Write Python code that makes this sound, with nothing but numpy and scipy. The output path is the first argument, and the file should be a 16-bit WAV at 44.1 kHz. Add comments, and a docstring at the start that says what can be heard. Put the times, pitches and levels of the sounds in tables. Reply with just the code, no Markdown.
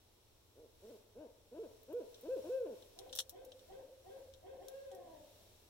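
"""Two owls in a still forest at dusk, over a faint hiss and a low distant rumble.
First the near owl gives seven rising hoots, each a buzz shaped by its throat.
Partway through, twigs start to crackle close by, thickest just after 3 s.
By then the far owl is answering with five short hoots, and it ends on a long falling note,
carried mostly by echoes among the trunks."""
import sys
import numpy as np
from scipy import signal
from scipy.fft import rfft, irfft, next_fast_len
from scipy.io import wavfile
from scipy.ndimage import map_coordinates

SR = 44100
rng = np.random.default_rng(int(sys.argv[2]) if len(sys.argv) > 2 else 0)


def to_wav(sig):
    """Store sig (one row per channel, or 1-D mono) as 16-bit WAV at the path in sys.argv[1].

    Samples outside -1..1 are clipped; the rate is SR.
    """
    pcm = np.clip(np.atleast_2d(sig), -1, 1) * 32767
    pcm = np.round(pcm).astype(np.int16)
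    wavfile.write(sys.argv[1], SR, pcm.T)  # frames by channels


N = 250929
TIME = np.arange(N) / SR

# Levels in a table are relative to one another.
# Near hoots: start_s, rise_s, fall_s, first_hz, crest_hz (before the flip), last_hz, flip_share, level_db
NEAR_HOOTS = [(.56, 0.06, 0.051, 111.4, 159.1, 115.7, 0.025, -42),
              (.825, 0.087, 0.055, 185.4, 238.5, 189.4, 0.21, -43.5),
              (1.155, 0.064, 0.055, 193.8, 309.3, 181.1, 0.047, -41.5),
              (1.52, .096, .062, 225, 360, 209.2, 0.34, -40.5),
              (1.885, .09, .065, 245.6, 391, 215.3, .5, -38),
              (2.235, .1, .065, 239.8, 421.4, 219, 0.55, -38),
              (2.437, 0.12, .19, 272.7, 420.4, 190, .56, -37.5)]
# The near voice mostly grows louder as it climbs: pitch_hz, level_db
NEAR_LOUDNESS = [(110, -21.5), (165, -18), (240, -9.5), (280, -13), (335, -10), (450, -2.5), (530, 1.5)]
# What each owl's throat lets through: frequency_hz, level_db
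NEAR_THROAT = [(120, -32), (220, -5.5), (310, -2.5), (480, 9.5), (620, -2), (780, -18.5), (1000, -15.5),
               (1200, -30.5), (1550, -22), (1900, -42), (2600, -29), (3300, -35), (4000, -58)]
FAR_THROAT = [(200, -17), (310, -1.5), (520, 8.5), (730, 11.5), (900, 4.5), (1080, -9), (1300, -38),
              (1620, -10), (2150, -14), (2700, -22), (3300, -13.5), (4000, -39)]
# Ground and trunk reflections favour one side: frequency_hz, left_over_right_db
NEAR_SIDES = [(220, 1.5), (320, 1), (440, -3), (490, -3), (530, 4.5), (700, 7.5), (1500, 1.5)]
# The far owl's short hoots: start_s, length_s, top_pitch_hz, level_db
FAR_HOOTS = [(2.957, 0.13, 526, -57.5), (3.313, 0.13, 527.6, -56.5), (3.678, 0.13, 538.7, -56),
             (4.044, .146, 545, -56.5), (4.424, 0.13, 539.9, -55)]
# The shape they all share: share_of_length, share_of_top_pitch, level_db
FAR_HOOT_SHAPE = [(0, .57, -7.5), (0.162, .67, -0.5), (0.299, .71, -0.5), (.39, .93, 5.5),
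                  (0.499, 0.98, 4.5), (0.599, 1, 2), (.74, .97, -5.5), (.85, .65, -0.5), (0.999, .47, -4)]
# The far owl's long last note: time_s, pitch_hz, level_db
FAR_LAST_NOTE = [(4.585, 327, -61.5), (4.62, 378.7, -54.5), (4.645, 514.8, -56), (4.76, 552.6, -53),
                 (4.82, 541.5, -56), (4.905, 495, -55.5), (4.917, 374.4, -56), (5.15, 306.6, -59.5),
                 (5.22, 275.3, -66)]
# Paths from each owl, direct first, then off the trunks:
# delay_s, level_db, left_over_right_db, left_lead_ms, low_hz, high_hz
NEAR_PATHS = [(0, -0.5, 0, 0.1, 62.5, 6300), (.047, -11.5, -1, 0.32, 395, 1520),
              (.125, -22, 6, -.2, 400, 900)]
FAR_PATHS = [(0, -5.5, .5, -1.0, 200, 4500), (.095, -1.5, 1, .05, 495, 600), (.175, -6.5, 1, .1, 500, 580),
             (.25, -13, 1, .1, 500, 580)]
# Cracking twigs: start_s, level_db, brightness_db_per_octave
TWIG_CRACKS = [(1.832, -77.5, 15.5), (1.9278, -74.5, 13.5), (2.144, -67, -5.5), (2.2107, -74.5, 16),
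               (2.8225, -72.5, -7), (2.989, -55.5, -0.5), (3.0945, -80, -18), (3.1279, -54.5, -5),
               (3.1319, -57.5, -6), (3.152, -51, 8), (3.1616, -50.5, 5), (3.1733, -51.5, 3),
               (3.1881, -39, 0), (3.1918, -46, -1), (3.2021, -44.5, -2), (3.2946, -54, 8),
               (3.449, -66.5, 10), (3.5193, -70, -13), (3.5929, -73, -5), (4.338, -67.5, -5),
               (4.684, -57, 5.5), (4.916, -68, -1), (4.949, -67, 9)]
# The tone colour of a crack: frequency_hz, level_db
TWIG_COLOUR = [(700, 8), (1100, -4), (1800, 1), (2300, -26), (3200, 1), (4000, -3.5), (4700, -17),
               (5700, -0.5), (7200, -4), (9500, -4), (16000, -6.5)]
# The bands a crack is split into: low_hz, high_hz
TWIG_BANDS = [(800, 2100), (2700, 4800), (4800, 9000), (9000, 13000), (13000, 16000)]
# Each band's place on the brightness slope: position_octaves, level_db
TWIG_BAND_LEVELS = [(-0.64, -9), (-0.93, -0.5), (-0.12, 0), (0.58, -2), (1.445, -4.5)]
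# Soft swells of the hiss: centre_s, half_width_s, peak_db
HISS_SWELLS = [(.9, 0.095, -68.5), (1.72, 0.15, -70.5), (2.25, 0.24, -66), (2.48, 0.1, -64),
               (2.78, 0.096, -67), (3.02, 0.24, -68.5), (3.68, .15, -69), (4.16, 0.18, -69.5),
               (4.77, 0.13, -68), (5.37, 0.26, -67), (5.62, 0.15, -76.5)]
# Tone colours of the background noises: frequency_hz, level_db
HISS_COLOUR = [(900, -4), (1800, -3.5), (2700, -1.5), (4000, -4.5), (6500, -5.5), (12000, -4.5),
               (16000, -0.5)]
AIR_COLOUR = [(100, -16), (170, -6), (284, -3), (423, 1), (730, -7), (804, -10), (830, -7), (2200, -24.5),
              (2860, -28), (4840, -120)]
RUMBLE_COLOUR = [(12, -20), (20, 2.5), (49, -5.5), (93, 2.5), (115, -7.5), (140, -16), (180, -38),
                 (310, -120)]
# How alike left and right noise are: frequency_hz, correlation (1 = the same)
STEREO_LIKENESS = [(60, 1), (130, 0.71), (300, 0.66), (600, 0.33), (1400, 0.14), (3000, 0)]
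# Where the microphone's case rings: frequency_hz, width_hz, boost_db
CASE_RESONANCES = [(3930, 1140, 10), (5590, 610, 10.5), (7340, 710, 6.5), (9530, 650, 6.5),
                   (11610, 140, 8.5), (15000, 1800, 1.5)]


def near_owl():
    """Seven arched hoots that grow higher and louder, leaning left or right with their pitch."""
    pitch, gain = arched_hoots(NEAR_HOOTS)
    gain = gain * from_db(at_hz(NEAR_LOUDNESS, pitch))
    hoots = voice(pitch, gain, NEAR_THROAT, slope_db=-1.5, clear_slope_db=-1, even_db=-14, rasp=.036)
    heard = forest(hoots, NEAR_PATHS, tail_db=-9.5, ring_s=.92, build_s=.0022,
                   colour=[(200, -6.5), (500, -5), (900, 6.5), (1500, -3), (4000, -6)])
    size = next_fast_len(N + 2000)
    hz = np.arange(size // 2 + 1) * SR / size
    return irfft(rfft(heard, size) * pan(at_hz(NEAR_SIDES, hz)), size)[:, :N]


def arched_hoots(hoots):
    """Pitch and gain of hoots that climb and fall; near a strong crest the voice flips up a register."""
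    flip_ratio, flip_s, fade_s = 1.26, .011, .01596
    roundness, tiring_db_per_s = 1.95, 4
    pitch, gain = np.full(N, 200.), np.zeros(N)
    for start_s, rise_s, fall_s, first_hz, crest_hz, last_hz, flip_share, level_db in hoots:
        from_crest_s = TIME - start_s - rise_s
        side_s = np.where(from_crest_s < 0, rise_s, fall_s)
        foot_hz = np.where(from_crest_s < 0, first_hz, last_hz)
        away = np.abs(from_crest_s) / side_s   # 0 at the crest, 1 at either end
        arch_hz = crest_hz * (foot_hz / crest_hz) ** (np.minimum(away, 1) ** roundness)
        flipped = np.clip((flip_share - away) * side_s / flip_s, 0, 1)
        envelope = np.clip((1 - away) * side_s / fade_s + .5, 0, 1)
        pitch = np.where(envelope > 0, arch_hz * flip_ratio ** flipped, pitch)
        gain += envelope * from_db(level_db - tiring_db_per_s * (TIME - start_s))
    return pitch, gain


def far_owl():
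    """Five hoots that each open with a yelp, then a long note that breaks down into a hoarse tail."""
    notes = []
    for start_s, length_s, top_hz, level_db in FAR_HOOTS:
        notes.append([(start_s + length_s * along, top_hz * share, level_db + swell_db)
                      for along, share, swell_db in FAR_HOOT_SHAPE])
    notes.append(FAR_LAST_NOTE)
    pitch, _ = in_time([point for note in notes for point in note])
    gain = note_gain(notes, fade_s=.014)
    hoots = voice(pitch, gain, FAR_THROAT, slope_db=-5, clear_slope_db=4, even_db=-13, rasp=.05)
    # branches round the perch blur each note; the wider forest rings longer
    branches = forest(hoots, [], tail_db=-3.5, ring_s=.35, build_s=.0022,
                      colour=[(200, 7), (350, -2), (530, -7), (730, -6), (1000, .5), (4000, -6.5)])
    trunks = forest(hoots, FAR_PATHS, tail_db=-7, ring_s=1.3, build_s=.011,
                    colour=[(200, -3), (350, -8.5), (520, 3.5), (750, -3), (1500, 2.5), (4000, -2.5)])
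    return branches + trunks


def note_gain(notes, fade_s):
    """Gain of a row of notes, each fading in and out."""
    gain = np.zeros(N)
    for note in notes:
        _, level_db = in_time(note)
        inside_s = np.minimum(TIME - note[0][0], note[-1][0] - TIME)
        gain += np.clip(inside_s / fade_s + .5, 0, 1) * from_db(level_db)
    return gain


def voice(pitch, gain, throat, slope_db, clear_slope_db, even_db, rasp):
    """Harmonics shaped by the throat: reedy and rough when low, pure and hollow when high."""
    clear = np.clip((pitch - 350) / 100, 0, 1)   # 0 below 350 Hz, 1 above 450 Hz
    unsteady = rasp * (1 - .96 * clear)
    phase = 2 * np.pi * np.cumsum(pitch * (1 + unsteady * drift(350))) / SR
    wave, power = 0, 0
    for k in range(1, 11):
        tilt_db = (slope_db + clear_slope_db * clear) * np.log2(k)   # slopes are per octave
        hollow_db = even_db * clear * (k % 2 == 0)   # a symmetric vibration has weak even harmonics
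        weight = from_db(at_hz(throat, k * pitch) + tilt_db + hollow_db)
        wave += weight * np.sin(k * phase)
        power += weight ** 2 / 2
    flutter = 1 + 4 * unsteady * drift(250)
    return gain * wave / np.sqrt(power) * flutter


def forest(sound, paths, tail_db, ring_s, build_s, colour):
    """Sound arrives along the given paths, with a tail scattered by countless trunks or branches."""
    t = TIME[:2 * SR]
    scatter = noise(colour, size=len(t)) * from_db(-60 * t / ring_s) * (1 - np.exp(-t / build_s))
    scatter /= rms(np.abs(rfft(scatter, SR))[:, 350:700])   # gain 1 in the hoots' range, 350-700 Hz
    out = from_db(tail_db) * signal.fftconvolve(sound[None], scatter, axes=1)[:, :N]
    for delay_s, level_db, left_db, lead_ms, low_hz, high_hz in paths:
        arrived = band_pass(sound, [low_hz, high_hz])
        lags_s = delay_s, delay_s + lead_ms / 1000   # left, right
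        delayed = np.array([np.interp(TIME - lag, TIME, arrived, left=0) for lag in lags_s])
        out += from_db(level_db) * pan(left_db) * delayed
    return out


def twigs():
    """Each crack is a burst of under a millisecond with a short rustle, from dull snap to thin tick."""
    out, t = np.zeros((2, N + SR)), TIME[:SR // 9]
    snap = np.exp(-t / .00016)
    splinters = from_db(-15) * (np.exp(-t / .007) + np.exp(-t / .011))
    for start_s, level_db, brightness in TWIG_CRACKS:
        burst = noise(TWIG_COLOUR, size=len(t)) * (snap + splinters)
        at = int(start_s * SR)
        for edges_hz, (octaves, band_db) in zip(TWIG_BANDS, TWIG_BAND_LEVELS):
            part = band_pass(burst, edges_hz, order=4)
            part /= rms(part[:, :130])   # the first 3 ms set the level
            out[:, at:at + len(t)] += from_db(level_db + band_db + brightness * octaves) * part
    return out[:, :N] * pan(2.15)


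def hiss_and_air():
    """A hiss swells and sinks like a soft rustle; the lower hush of forest air follows it gently."""
    rest_db = -71.5   # on the same scale as the swells
    swell_power = sum(from_db(peak_db - rest_db) ** 2 * np.exp(-((TIME - centre_s) / width_s) ** 2)
                      for centre_s, width_s, peak_db in HISS_SWELLS)
    rise_db = 10 * np.log10(1 + swell_power)
    hiss = from_db(-75.5 + rise_db) * noise(HISS_COLOUR) * pan(1)
    air = from_db(-74 + .52 * rise_db) * noise(AIR_COLOUR)
    return hiss + air


def distant_rumble():
    """A low, uneven rumble with a faint wavering drone."""
    rumble = from_db(-72.4 + 2.3 * drift(9)) * noise(RUMBLE_COLOUR)
    drone_gain = np.sqrt(2) * from_db(-81 + 1.43 * drift(5))
    drone_hz = 109.2 + 3 * drift(10)
    return rumble + drone_gain * np.sin(2 * np.pi * np.cumsum(drone_hz) / SR)


def noise(colour, size=N):
    """Stereo noise of a given tone colour, alike on both sides in the bass; rms 1."""
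    hz = np.arange(size // 2 + 1) * SR / size
    middle, side = rfft(rng.standard_normal((2, size)))
    alike = np.clip(at_hz(STEREO_LIKENESS, hz), -1, 1)
    both = np.sqrt(1 + alike) * middle + np.sqrt(1 - alike) * side * [[1], [-1]]
    coloured = irfft(both * from_db(at_hz(colour, hz)), size)
    return coloured / rms(coloured)


def drift(per_second):
    """A random wander: values of about size 1, joined by straight lines."""
    values = rng.standard_normal(int(N / SR * 2000) + 4)
    return map_coordinates(values, [TIME * per_second], order=1)


def band_pass(sound, edges_hz, order=2):
    """Keep what lies between two frequencies."""
    return signal.sosfilt(signal.butter(order, edges_hz, "band", fs=SR, output="sos"), sound)


def in_time(rows):
    """Join timed points with straight lines, one curve for each value column."""
    times_s, *columns = np.transpose(rows)
    return [np.interp(TIME, times_s, column) for column in columns]


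def at_hz(points, hz):
    """Read a table by frequency, with octaves evenly spaced."""
    points_hz, values = np.transpose(points)
    return np.interp(np.log(np.maximum(hz, 1)), np.log(points_hz), values)


def pan(left_db):
    """Gains that make the left side left_db louder than the right."""
    return from_db(np.array([[.5], [-.5]]) * left_db)


def rms(sound):
    """Average strength (root mean square)."""
    return np.sqrt(np.mean(sound ** 2) + 1e-20)


def from_db(db):
    """Decibels to gain."""
    return 10 ** (np.asarray(db) / 20)


def scene():
    """Both owls, the twigs and the background."""
    owls = near_owl() + from_db(1.13) * far_owl()
    return owls + from_db(-5) * twigs() + hiss_and_air() + distant_rumble()


def record(dry):
    """The microphone's case colours the treble; the very top is cut steeply."""
    out, cutoff_hz = dry, 15900
    for hz, width_hz, boost_db in CASE_RESONANCES:
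        ringing = signal.lfilter(*signal.iirpeak(hz, hz / width_hz, fs=SR), dry)
        out = out + (from_db(boost_db) - 1) * ringing
    return signal.sosfilt(signal.ellip(12, .05, 70, cutoff_hz, fs=SR, output="sos"), out)


dry = scene()
out = record(dry)
to_wav(out)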